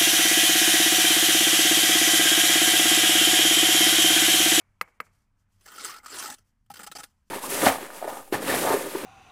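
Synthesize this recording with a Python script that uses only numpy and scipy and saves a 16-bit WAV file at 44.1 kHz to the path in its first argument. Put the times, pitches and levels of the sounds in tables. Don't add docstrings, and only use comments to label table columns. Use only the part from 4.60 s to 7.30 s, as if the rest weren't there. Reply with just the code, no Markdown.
import sys
import numpy as np
from scipy import signal
from scipy.io import wavfile

SR = 44100
rng = np.random.default_rng(int(sys.argv[2]) if len(sys.argv) > 2 else 0)


def waveform_to_disk(signal):
    frames = np.transpose(np.atleast_2d(signal))
    scaled = np.clip(frames, -1, 1) * 32767
    samples = np.round(scaled).astype(np.int16)
    wavfile.write(sys.argv[1], SR, samples)


def level_to_linear(level):
    exponent = np.asarray(level, float) / 20
    return 10 ** exponent


N = 119070
TIME = np.arange(N) / SR


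def rms_one(x):
    return x / np.sqrt(np.mean(x ** 2) + 1e-20)


def noise():
    return rng.standard_normal(N)


def drift(rate_hz):
    run_in = SR // 8
    r = np.exp(-2 * np.pi * rate_hz / SR)
    slow = signal.lfilter([1], [1, -2 * r, r * r], rng.standard_normal(N + run_in))
    return rms_one(slow[run_in:])


def colour(x, points, patch_db=0.):
    hz, db = np.transpose(points)
    bands = int(3 * np.log2(hz[-1] / hz[0])) + 1
    edges = np.geomspace(hz[0], min(hz[-1], SR / 2.2), bands + 1)
    out = 0
    for k, (low, high) in enumerate(zip(edges, edges[1:])):
        level_db = np.interp(np.log(low * high) / 2, np.log(hz), db)
        gain = level_to_linear(level_db + patch_db * drift(20))
        band = signal.butter(2, [low, high], "band", fs=SR, output="sos")
        out = out + gain * signal.sosfilt(band, x[k % 2])
    return rms_one(out)


def resonate(x, hz, width_hz):
    r = np.exp(-np.pi * width_hz / SR)
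    poles = [1, -2 * r * np.cos(2 * np.pi * hz / SR), r * r]
    return signal.lfilter([1, 0, -1], poles, x + 1e-18) * (1 - r * r) / 2


def burst(start, attack, hold, t60):
    out = np.zeros(N)
    end = start + attack + hold + 2 * t60
    span = slice(max(int(start * SR), 0), max(int(end * SR), 0))
    t = TIME[span] - start
    rise = np.clip(t / max(attack, 1e-4), 0, 1)
    out[span] = rise * level_to_linear(-60 * np.clip(t - attack - hold, 0, 9) / t60)
    return out


def brick_taps():
    # t/s, peak/dB, brightness/dB per octave above 1500 Hz
    tap_times = [
        (-.062, -15.5, -2),
        (0.2118, -11.5, 0),
        (0.4019, -17, -3.5),
    ]
    # f/Hz, level/dB, t60/s
    brick = [(185, -28.5, 0.057), (493, -18, 0.035), (1000, -26, 0.0068), (1265, 2.5, 0.015),
             (1617, -4, 0.015), (2070, -1.5, 0.016), (2223, -6, 0.012), (2600, -2.5, .011),
             (2866, -6, 0.007), (4165, -17.5, 0.016), (4740, -19.5, 0.021), (5360, -16.5, 0.012)]
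    # f/Hz, width/Hz, level/dB
    yard = [(417.6, 1000, 2), (1110, 570, 1.5), (1590, 430, -3), (2210, 130, 9)]
    # delay/s, level/dB
    slap_backs = [(0.0095, -27), (.021, -53), (0.064, -34)]
    contact_s = 0.00094
    echo_s, echo_spread_s = 0.074, 0.0063

    near, far = np.zeros(N), np.zeros(N)
    walls = signal.butter(6, 2570, fs=SR, output="sos")
    answer = sum(level_to_linear(db) * resonate(noise(), hz, width) for hz, width, db in yard)
    dull = rms_one(signal.sosfilt(walls, answer))
    crack = rms_one(np.diff(noise(), prepend=0))
    for s, db, bright_db in tap_times:
        t = np.clip(TIME - s, 0, 1)
        onset = 1 - np.exp(-t / contact_s)
        for hz, mode_db, t60 in brick:
            tilt_db = bright_db * max(np.log2(hz / 1500), 0)
            near += level_to_linear(db + mode_db + tilt_db - 60 * t / t60) * np.sin(2 * np.pi * hz * t) * onset
        near += level_to_linear(db - 20 + bright_db) * crack * burst(s, contact_s, 0, 0.038)
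        tail = level_to_linear(-29) * burst(s, 0.0041, 0, 0.071)
        echo = level_to_linear(-53.5) * np.exp(-((TIME - s - echo_s) / echo_spread_s) ** 2 / 2)
        distant = level_to_linear(-49) * burst(s, 0.005, 0, 0.6)
        far += level_to_linear(db) * dull * (tail + echo + distant)
    slaps = sum(level_to_linear(db) * np.roll(near, int(lag * SR)) for lag, db in slap_backs)
    return near + far + signal.sosfilt(walls, slaps)


def edge_pressure():
    # t/s, level/dB, blade ringing/dB, deep modes/dB
    strokes = [
        [(.995, -77, -9.5, 4), (1.012, -67, -15, 10), (1.05, -69, -9, -6), (1.064, -58.5, 4, -9),
         (1.2, -49, 1.5, 3), (1.27, -41.5, -2.5, -18), (1.32, -47.5, 6, -10.5), (1.385, -58.5, 7.5, -6),
         (1.42, -88, 16, 12)],
        [(1.421, -81.5, 13, -0.5), (1.45, -61.5, 15.5, -4), (1.495, -52.5, 3, -5), (1.55, -40.5, -2.5, -5),
         (1.64, -40.5, -5, -3.5), (1.69, -47.5, 0.5, 10), (1.745, -48.5, -9, 13), (1.762, -72, 3, -2),
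         (1.83, -83.5, -2, -9)],
    ]
    # t/s, peak/dB, length/s, ringing/dB, deep modes/dB
    skips = [(2.1, -38, 0.0049, 3.5, -4), (2.113, -41, 0.0037, -3, -4), (2.138, -32.5, 0.0043, -12, 4),
             (2.155, -36.5, 0.0044, 3.5, 3), (2.168, -39.5, 0.012, -6, -10), (2.191, -35, 0.007, 6, 2.5),
             (2.204, -38, 0.014, -1, 8), (2.231, -34.5, 0.011, -1.5, -3), (2.264, -30.5, 0.0094, -1.5, -6),
             (2.314, -32, 0.006, -0.5, -9), (2.351, -32, 0.019, -4, 9), (2.384, -34, 0.019, -3, 0),
             (2.402, -40.5, 0.004, -2, -25), (2.42, -49, 0.028, -29, -11), (2.433, -34, 0.0063, 2, -5),
             (1.459, -31, 0.0033, -11, -21), (1.541, -39, 0.0057, -3, -9), (1.246, -35, 0.0064, 2, -19),
             (1.783, -52, 0.0026, 0, -19), (2.061, -65, 0.0016, 0.5, -12), (1.699, -33.5, 0.0056, -21, -5)]
    # t/s, peak/dB, ringing/dB
    snags = [(1.008, -63, -13.5), (1.041, -57, -8), (1.058, -40.5, -12), (1.076, -42, 1), (1.118, -45, 9),
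             (1.139, -48, 7.5), (1.158, -42.5, -8), (1.18, -42, 8), (1.194, -45.5, -2), (1.209, -42.5, -2),
             (1.226, -47.5, -6), (1.275, -41, 0), (1.295, -48.5, -6), (1.309, -46, 8), (1.339, -43, 5),
             (1.362, -40.5, 1.5), (1.382, -46.5, 0.5), (1.431, -53.5, 10), (1.444, -50.5, 6.5),
             (1.481, -46.5, -1.5), (1.508, -47.5, 0), (1.518, -39, -3), (1.581, -38, -2), (1.594, -36, -4),
             (1.624, -39.5, -4), (1.643, -40.5, 5), (1.657, -48, -3), (1.721, -41, -5)]
    snag_s, snag_deep_db = 0.0041, -6.0
    attack_s = 0.0017

    drag, ringing, deep = np.zeros((3, N))
    judder = level_to_linear(0.97 * drift(70))
    for s, db, ring_db, deep_db in map(np.transpose, strokes):
        drag += level_to_linear(np.interp(TIME, s, db, -140, -140)) * judder
        ringing += level_to_linear(np.interp(TIME, s, db + ring_db, -140, -140)) * judder
        deep += level_to_linear(np.interp(TIME, s, db + ring_db + deep_db, -140, -140)) * judder
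    catches = [(s, db, snag_s, ring_db, snag_deep_db) for s, db, ring_db in snags]
    for s, db, length, ring_db, deep_db in [*skips, *catches]:
        hit = burst(s, attack_s, length, 0.03)
        dragging_on = level_to_linear(-20.5) * burst(s, attack_s, length, 0.2)
        shape = level_to_linear(db - 11.5) * (hit + dragging_on)
        drag += shape
        ringing += level_to_linear(ring_db) * shape
        deep += level_to_linear(ring_db + deep_db) * shape
    return drag, ringing, deep


def sand_grains():
    grains_per_s, spread_db = 4000, 3
    sizes = level_to_linear(spread_db * np.minimum(rng.exponential(1, (2, N)), 4))
    sizes = sizes * rng.choice([-1, 1], (2, N))
    return rms_one(sizes * (rng.random((2, N)) < grains_per_s / SR))


def crushed_grit(drag, grains):
    # f/Hz, level/dB
    grit_colour = [(170, -27), (300, -7), (1300, -10.5), (3500, -10), (9500, -10), (11500, -23.5),
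                   (15000, -12.5), (17000, -23.5)]
    grit = drag * colour(grains, grit_colour, 4)
    return grit - resonate(grit, 6520, 250)


def blade_ring(drag, ringing, deep):
    # f/Hz, width/Hz, level/dB
    blade = [(251.3, 48, -9.5), (380, 380, -17), (834, 40, -3.5), (1234, 85, -3), (1322, 59, 1.5),
             (1450, 49, -2), (1910, 280, -6.5), (2870, 540, -10.5), (4165, 220, -12.5), (4800, 300, -14.5),
             (6245, 190, -4), (7380, 120, -12), (9000, 390, -9), (10340, 100, -43.5)]
    out = 0
    for hz, width, db in blade:
        drive = deep if hz < 1000 else ringing if hz < 2500 else drag
        rubbing = drive * level_to_linear(2.5 * drift(15)) * noise()
        out = out + level_to_linear(db + 31.5) / np.sqrt(width) * resonate(rubbing, hz, width)
    return out


def blade_streaks(drive):
    low_hz, high_hz, modes = 1600, 10500, 36
    swells = [level_to_linear(3 * drift(7)) for _ in range(9)]
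    mode_hz = np.geomspace(low_hz, high_hz, num=modes) * rng.uniform(0.97, 1.02, modes)
    out = 0
    for k, hz in enumerate(mode_hz):
        swell = np.roll(swells[k % 9], k * SR // 9)
        out = out + resonate(drive * swell, hz, 60 * np.sqrt(hz / low_hz))
    return out


def hard_grains():
    # t/s, level/dB, f/Hz
    pings = [(2.102, -35, 810), (1.55, -40.5, 378), (1.53, -44, 410), (1.697, -49.5, 250),
             (1.181, -36.5, 1350), (1.293, -35, 1150), (1.656, -32, 1310), (1.686, -36, 836),
             (1.46, -37, 1250), (1.6, -36.5, 1100), (1.642, -35, 1310), (1.065, -52, 810), (1.64, -40, 846),
             (1.665, -43.5, 910), (1.715, -42.5, 830), (1.62, -39, 1500), (1.572, -39.5, 980),
             (1.722, -41.5, 1700), (1.7, -40.5, 6150), (1.58, -42, 4500), (1.3, -42, 5500),
             (1.3, -48.5, 5400), (1.5, -48, 4400), (1.25, -41, 6600), (1.4, -50, 2100), (1.5, -38.5, 7400),
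             (1.6, -45, 2180), (2.115, -51, 10000), (2.272, -40, 820), (2.356, -44.5, 750),
             (2.386, -41, 820), (2.404, -38, 1300), (2.356, -42, 1270), (2.267, -45, 1200),
             (2.318, -43.5, 1400), (3, -40, 2440), (2.437, -50, 814), (2.267, -49, 2800),
             (2.195, -43, 1292), (1.2, -41, 2200), (1.21, -50, 290), (2.102, -48.5, 236), (2.112, -51, 155),
             (2.195, -47.5, 220), (2.236, -49.5, 197), (2.3, -52, 170), (2.39, -53, 155), (1.7, -54, 99),
             (.402, -49, 244), (1.433, -51, 1200), (1.085, -46.5, 1330), (1.25, -40, 1270)]
    out = 0
    for s, db, hz in pings:
        t60 = np.clip(58 / hz, 0.029, 0.072)
        out = out + level_to_linear(db) * burst(s, 0.0026, 0, t60) * np.sin(2 * np.pi * hz * (TIME - s))
    return out


def trowel_scrapes():
    drag, ringing, deep = edge_pressure()
    grains = sand_grains()
    streaks = level_to_linear(-3) * blade_streaks(drag * grains[0])
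    return crushed_grit(drag, grains) + blade_ring(drag, ringing, deep) + hard_grains() + streaks


def sleeve_rustles():
    # t/s, length/s, level/dB
    rustles = [(.01, 0.023, -77), (0.274, 0.081, -77), (0.357, .04, -84), (0.459, 0.055, -73),
               (0.57, 0.12, -80.5), (0.807, 0.07, -85), (0.955, 0.093, -79), (1.873, 0.081, -83.5),
               (2.509, 0.024, -85), (2.685, 0.032, -82.5)]
    humps = sum(level_to_linear(db - 10.0 * ((TIME - at) / length * 2) ** 2) for at, length, db in rustles)
    return humps * level_to_linear(2.53 * drift(45))


def far_engine():
    # f/Hz, flutter/Hz, level/dB
    engine = [(96.5, 5.9, -1), (133, 6.9, -12.5), (179.4, 29, -12.5)]
    # t/s, level/dB
    surges = [(0.119, -72), (.24, -71.5), (.49, -68.5), (.82, -74.5), (.99, -69.5), (1.151, -89.5),
              (1.3, -68.5), (1.56, -66.5), (1.82, -76.5), (2.12, -70), (2.4, -75)]
    idle_db, surge_s = -79, 0.035
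    load = level_to_linear(idle_db) + sum(level_to_linear(db) * np.exp(-((TIME - at) / surge_s) ** 2 / 2) for at, db in surges)
    hum = 0
    for hz, rate, db in engine:
        level = level_to_linear(db + 1.0 + 3.3 * drift(rate))
        hum = hum + level * np.sin(2 * np.pi * hz * TIME + 0.18 * drift(rate))
    return load * hum


def site_background():
    # t/s, murmur/dB, hiss/dB
    site = [(0, -83, 9), (.5, -80, 2), (0.699, -85, 3), (1, -81.5, -3), (1.841, -81, 2.5), (2.05, -90.5, 3),
            (2.501, -80, 10.5), (2.7, -87.5, 5.5)]
    # f/Hz, level/dB
    murmur_colour = [(250, -4), (570, -5), (1050, 1), (2200, -5), (2800, -12), (4000, -18)]
    # f/Hz, level/dB
    hiss_colour = [(1760, -17), (3000, 4.5), (3660, -12.5), (3840, 4.5), (7850, 4.5), (15500, -5.5)]
    # f/Hz, level/dB
    rumble_colour = [(12, -12), (20, 1.5), (64, -9.5), (97, -7.5), (156, -21.5), (198, -14.5), (400, -43),
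                     (520, -83), (880, -120)]
    s, db, hiss_db = np.transpose(site)
    white = rng.standard_normal((3, 2, N))
    murmur = level_to_linear(np.interp(TIME, s, db)) * colour(white[0], murmur_colour, 1.5)
    hiss_level = level_to_linear(-95.5 + np.interp(TIME, s, hiss_db)) + sleeve_rustles()
    hiss = hiss_level * colour(white[1], hiss_colour, 0.96)
    rumble = level_to_linear(-71) * colour(white[2], rumble_colour, 1.5)
    return murmur + hiss + rumble + far_engine()


def scene():
    return (brick_taps() + trowel_scrapes() + site_background())[None]


def roll_off(x):
    return signal.sosfilt(signal.butter(12, 16480, fs=SR, output="sos"), x)


def record(dry):
    top_cut = signal.cheby2(14, 60, 16100, fs=SR, output="sos")
    mix = signal.sosfilt(top_cut, dry)
    return roll_off(mix)


dry = scene()
out = record(dry)
waveform_to_disk(out)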